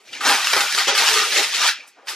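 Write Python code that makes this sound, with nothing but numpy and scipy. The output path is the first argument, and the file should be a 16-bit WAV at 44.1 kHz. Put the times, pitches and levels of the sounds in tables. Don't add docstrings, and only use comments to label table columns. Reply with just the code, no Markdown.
import sys
import numpy as np
from scipy import signal
from scipy.fft import rfft, irfft
from scipy.io import wavfile
from scipy.ndimage import uniform_filter1d, map_coordinates

SR = 44100
rng = np.random.default_rng(int(sys.argv[2]) if len(sys.argv) > 2 else 0)


def wrap_up_sound(samples):
    columns = np.atleast_2d(samples).T
    tamed = np.clip(columns, -1, 1)
    steps = np.round(tamed * 32767).astype(np.int16)
    wavfile.write(sys.argv[1], SR, steps)


N = 94815
T = np.arange(N) / SR

# t/s, crackle level/dB, panel thump level/dB, decay time/s
JERKS = [(0.13, -28.5, -60, 0.0043), (0.206, -30, -48, .012), (0.25, -21, -33, 0.017),
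         (0.444, -16, -59, 0.0079), (0.470, -10.5, -33.5, 0.0042), (0.5314, -12, -37, 0.011),
         (0.564, -14, -25, 0.013), (0.606, -13, -32, 0.0079), (0.745, -12, -35, 0.0064),
         (0.777, -14.5, -41, 0.031), (0.872, -21.5, -21, 0.011), (0.879, -13.5, -34, 0.013),
         (0.949, -14, -52, 0.01), (0.977, -13, -51, 0.025), (1.321, -17.5, -34.5, 0.012),
         (1.361, -20, -39, 0.004), (1.428, -20.5, -45, 0.0044), (1.547, -30, -48, 0.024),
         (1.612, -25.5, -54, 0.039), (1.676, -15, -58, 0.0046), (2.071, -31.5, -62, 0.012),
         (2.082, -25.5, -47.5, 0.036)]


def from_db(db):
    return 10 ** (np.asarray(db) / 20)


def rms_one(x):
    return x / np.sqrt(np.mean(x ** 2) + 1e-20)


def evened(x):
    return x / np.sqrt(np.abs(uniform_filter1d(x ** 2, size=400)) + 1e-6)


def envelope(curve):
    return from_db(np.interp(T, *np.transpose(curve)))


def jerk_shape(start_s, decay_s, rise_s=.001):
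    age = np.maximum(T - start_s, 0)
    return np.minimum(age / rise_s, 1) * np.exp(-age / decay_s)


def swell(centre_s, db, half_width_s):
    return from_db(db) * np.exp(-.5 * ((T - centre_s) / half_width_s) ** 2)


def coloured(x, spectrum):
    hz, db = np.transpose(spectrum)
    bins = np.maximum(np.fft.rfftfreq(2 * N, 1 / SR), 1)
    gain = from_db(np.interp(np.log(bins), np.log(hz), db))
    return irfft(rfft(x, 2 * N) * gain)[:N]


def noise(spectrum):
    return rms_one(coloured(rng.standard_normal(N), spectrum))


def resonator(x, hz, width_hz):
    r = np.exp(-np.pi * width_hz / SR)
    feedback = [1, -2 * r * np.cos(2 * np.pi * hz / SR), r * r]
    return signal.lfilter([1, 0, -1], feedback, x) * (1 - r * r) / 2


def snaps(spectrum, per_s, spread_db, clump_db, clumps_per_s):
    born = rng.random(N) < per_s / SR
    size_db = spread_db * np.minimum(rng.exponential(1, N), 4)
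    size_db += clump_db * np.interp(T * clumps_per_s, np.arange(N), rng.standard_normal(N))
    impulses = born * from_db(size_db) * rng.choice([-1, 1], N)
    return rms_one(coloured(impulses, spectrum))


def rubbed(notes, width_hz):
    friction = rng.standard_normal(N)
    out = np.zeros(N)
    for s, db, half_width_s, hz in notes:
        band = resonator(resonator(friction, hz, width_hz), hz, width_hz)
        out += swell(s, db, half_width_s) * rms_one(band)
    return out


def peeling():
    # t/s, level/dB
    crackle_levels = [(0.0, -53), (0.03, -61), (0.08, -43.5), (0.11, -46), (0.14, -32.5), (0.2, -39),
                      (0.21, -26), (0.23, -30), (0.26, -16.5), (0.29, -16.5), (0.41, -24), (0.48, -22.5),
                      (0.54, -21.5), (0.68, -24), (0.78, -23), (0.87, -24), (0.887, -17), (0.93, -24),
                      (0.99, -18.5), (1.04, -19), (1.08, -14.5), (1.1, -19), (1.17, -17), (1.3, -25),
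                      (1.38, -14), (1.42, -23), (1.44, -15.5), (1.45, -26.5), (1.51, -27.5), (1.55, -18),
                      (1.58, -23), (1.62, -17), (1.69, -16.5), (1.75, -44), (1.95, -61), (2.05, -63.5),
                      (2.085, -33.5), (2.15, -38)]
    fizz_levels = [(0.0, -69), (0.17, -53.5), (0.2, -61), (0.21, -43), (0.28, -25), (0.41, -36.5),
                   (0.62, -29.5), (0.67, -37), (0.738, -37), (0.748, -33), (0.8, -32.5), (0.87, -45),
                   (0.89, -66), (0.94, -45), (0.96, -32.5), (1.14, -28.5), (1.29, -37.5), (1.38, -30),
                   (1.53, -43.5), (1.56, -34.5), (1.59, -38.5), (1.68, -29), (1.71, -37), (1.75, -66),
                   (1.86, -69), (1.88, -46.5), (1.94, -91), (2.04, -83), (2.09, -33), (2.15, -50.5)]
    # f/Hz, level/dB
    crackle_spectrum = [(500, -96), (1100, -20.5), (1600, -3), (2500, 0), (3600, -1), (5200, -4),
                        (6500, -6), (8000, -14), (11000, -26.5), (16000, -58)]
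    fizz_spectrum = [(3000, -16), (5500, -10.5), (7500, -3.5), (10000, -6.5), (13000, -10), (16000, -22)]
    jerk_spectrum = [(60, -80), (200, -61), (500, -19), (900, -1), (1500, 5), (2600, 1), (5000, 2),
                     (8000, -13), (12000, -17.5), (16000, -47)]
    crackle = evened(snaps(crackle_spectrum, per_s=2200, spread_db=3.5, clump_db=1.2, clumps_per_s=430))
    fizz = evened(snaps(fizz_spectrum, per_s=4000, spread_db=5, clump_db=.5, clumps_per_s=350))
    tearing = evened(snaps(jerk_spectrum, per_s=6000, spread_db=2.5, clump_db=.2, clumps_per_s=500))
    bursts = sum(from_db(db) * jerk_shape(s, decay_s) for s, db, _, decay_s in JERKS)
    return (envelope(crackle_levels) * from_db(-1) * crackle
            + envelope(fizz_levels) * from_db(.5) * fizz
            + bursts * tearing)


def loose_sheet():
    # t/s, level/dB
    levels = [(0.0, -61), (0.13, -60), (0.17, -34.5), (0.2, -60), (0.21, -22.5), (0.24, -23.5),
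              (0.26, -15.5), (0.33, -16.5), (0.42, -26), (0.53, -43.5), (0.53, -21.5), (0.57, -22.5),
              (0.68, -35.5), (0.735, -40), (0.81, -17.5), (0.86, -76), (0.88, -32.5), (0.9, -20.5),
              (0.95, -38), (1.02, -19.5), (1.04, -19), (1.09, -22), (1.11, -24), (1.21, -26), (1.3, -41),
              (1.39, -27.5), (1.41, -27), (1.44, -30), (1.49, -40), (1.66, -19.5), (1.69, -33.5),
              (1.76, -88), (1.83, -46), (1.93, -68), (1.99, -46), (2.05, -54), (2.1, -37.5), (2.15, -64)]
    # f/Hz, level/dB
    spectrum = [(60, -75), (200, -54), (450, -34), (650, -8.5), (900, 0.5), (1300, -1), (1700, -3),
                (2400, -12), (5000, -23), (16000, -50)]
    rattle = evened(snaps(spectrum, per_s=2600, spread_db=1.8, clump_db=.8, clumps_per_s=200))
    return envelope(levels) * from_db(-4.5) * rattle


def back_panel():
    # t/s, level/dB
    levels = [(0.0, -58), (0.19, -50), (0.29, -22.5), (0.34, -36.5), (0.41, -46), (0.48, -49), (0.51, -64),
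              (0.53, -34), (0.58, -25), (0.59, -47), (0.62, -28.5), (0.68, -51), (0.72, -57), (0.75, -35.5),
              (0.86, -49.5), (0.87, -47), (0.88, -22.5), (0.97, -38.5), (1.0, -25), (1.08, -48),
              (1.18, -50), (1.31, -38), (1.39, -24.5), (1.46, -43), (1.52, -47), (1.63, -34), (1.71, -57),
              (1.74, -83), (1.78, -48.5), (1.93, -76), (1.98, -46.5), (2.04, -54.5), (2.11, -47),
              (2.15, -38.5)]
    # f/Hz, level/dB
    spectrum = [(25, -63), (50, -54), (95, -47), (125, -25.5), (200, -18), (270, -12), (330, -4.5),
                (420, 3), (540, 4.5), (750, -0.5), (1500, -16), (16000, -77)]
    # f/Hz, level/dB
    modes = [(279, -9), (385, -2), (450, -6), (540, -4)]
    thumps = sum(from_db(db + mode_db) * jerk_shape(s, decay_s) * np.sin(2 * np.pi * hz * (T - s))
                 for s, _, db, decay_s in JERKS for hz, mode_db in modes)
    drumming = snaps(spectrum, per_s=1500, spread_db=1.5, clump_db=1.2, clumps_per_s=120)
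    return envelope(levels) * from_db(-3.5) * drumming + thumps


def room_noise():
    # f/Hz, level/dB
    spectrum = [(25, 6), (70, -4), (140, -1), (350, 9), (1000, -19), (2500, 14), (6000, -51),
                (16000, -28)]
    return from_db(-62) * noise(spectrum)


def sheet_chirps():
    # t/s, level/dB, half width/s, f/Hz
    chirps = [(0.085, -50, 0.012, 2400), (0.138, -29.5, 0.005, 2740), (0.168, -42, 0.031, 2370),
              (0.29, -25.5, 0.024, 1560), (0.575, -28.5, 0.087, 1380), (1.2, -26.5, 0.04, 1260),
              (1.375, -24, 0.022, 2015), (1.697, -24, 0.016, 1580), (1.78, -44.5, 0.018, 2410),
              (1.805, -29.5, 0.0028, 2460)]
    return rubbed(chirps, width_hz=420)


def hand_bumps():
    # t/s, level/dB, half width/s
    bumps = [(0.19, -48, 0.054), (0.29, -48, 0.02), (0.75, -47, 0.016), (1.785, -60, 0.007)]
    # f/Hz, level/dB
    spectrum = [(25, -30), (70, -16), (110, 2), (180, -5), (270, -1), (400, -4.5), (900, -33),
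                (16000, -113)]
    return sum(swell(*bump) for bump in bumps) * noise(spectrum)


def cracks():
    # t/s, peak level/dB
    events = [(0.2642, -5), (0.291, 2.5), (0.47, -6), (0.502, -4), (0.566, -22), (0.725, -3), (0.778, -12),
              (0.8744, -8), (0.886, -10.5), (0.981, -9), (1.019, -16), (1.087, 0), (1.141, -4), (1.681, -8),
              (2.086, -26)]
    # f/Hz, level/dB
    spectrum = [(150, -55), (1200, -3), (5000, 0), (8000, -9), (16000, -22)]
    click = coloured(signal.unit_impulse(N, N // 2), spectrum)
    click /= click.max()
    splinters = from_db(-13) * noise(spectrum)
    out = np.zeros(N)
    for s, db in events:
        crack = np.roll(click, int(s * SR) - N // 2) + splinters * jerk_shape(s, decay_s=.002)
        out += from_db(db) * crack
    return out


def panel_groans():
    # t/s, level/dB, half width/s, f/Hz
    groans = [(0.29, -29.5, 0.018, 275), (1.175, -32.5, 0.057, 425), (1.39, -26, 0.01, 387)]
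    return rubbed(groans, width_hz=79)


def echo_pattern(echoes_per_s=4000, compartment_t60_s=.048, room_delay_s=.01):
    # lower f/Hz, upper f/Hz, level/dB, T60/s
    room_bands = [(60, 1220, -6, 0.17), (1190, 6160, -5, 0.26), (6230, 14700, -9, 0.14)]
    t = T[:SR // 2]
    echoes = rng.standard_normal(len(t)) * (rng.random(len(t)) < echoes_per_s / SR)
    response = from_db(-1) * rms_one(echoes * from_db(-60 * t / compartment_t60_s))
    for low_hz, high_hz, db, t60_s in room_bands:
        tail = rms_one(rng.standard_normal(len(t)) * (t > room_delay_s) * from_db(-60 * t / t60_s))
        band = signal.butter(4, [low_hz, high_hz], "band", fs=SR, output="sos")
        response += from_db(db) * signal.sosfilt(band, tail)
    return response / np.sqrt(len(t))


def reflections(x, spots=16, spot_s=.012):
    moments = np.arange(int(N / SR / spot_s) + 2)
    active_spot = rng.permutation(spots)[moments % spots]
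    shares = [np.sin(np.pi / 2 * np.interp(T / spot_s, moments, active_spot == k)) for k in range(spots)]
    return sum(signal.fftconvolve(x * share, echo_pattern())[:N] for share in shares)


def shelf_resonance(x):
    # f/Hz, bandwidth/Hz, boost/dB
    modes = [(279, 18, 5), (410, 45, 2), (809, 13, 10), (928, 35, 3), (1217, 45, 5), (1883, 22, 3),
             (2002, 20, 4), (2352, 40, 2.5), (2655, 60, 2)]
    return x + sum((from_db(db) - 1) * resonator(x, hz, width_hz) for hz, width_hz, db in modes)


def scene():
    # t/s, right ear's lag/s, side level/dB
    travel = [(0, .000016, 3.5), (.25, 0.000026, -0.5), (.45, 0.000016, 2.5), (.7, 0.000016, 2.5),
              (.9, 0.000011, 4), (1.4, 0.000011, 5), (1.68, 0.000025, 4.5), (1.8, 0.000023, -3.5),
              (2.15, 0.000016, 5)]
    # f/Hz, level/dB
    side_spectrum = [(30, -5), (100, -9), (300, -15), (700, -10.5), (1400, -16), (2800, -14), (5600, -6),
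                     (9000, -1.5), (14000, -4.5)]
    friction = sheet_chirps() + panel_groans()
    direct = from_db(-3) * (peeling() + cracks() + loose_sheet() + friction + back_panel() + hand_bumps())
    room_mid, room_side = room_noise(), room_noise()
    s, lag_s, side_db = np.transpose(travel)
    mid = shelf_resonance(direct + reflections(direct)) + room_mid
    side_gain = from_db(np.interp(T, s, side_db))
    side = coloured(reflections(direct) * side_gain + room_side, side_spectrum)
    left = from_db(.43) * (mid + side)
    delayed_samples = (T - np.interp(T, s, lag_s)) * SR
    right = map_coordinates(mid - side, [delayed_samples], order=3, mode="nearest")
    return np.array([left, right])


def record(dry):
    low_cut = signal.butter(2, 218, "high", fs=SR, output="sos")
    top_cut = signal.ellip(10, .1, 90, 15300, fs=SR, output="sos")
    thin = signal.sosfilt(low_cut, dry)
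    return signal.sosfilt(top_cut, np.clip(thin, -.95, .95))


dry = scene()
out = record(dry)
wrap_up_sound(out)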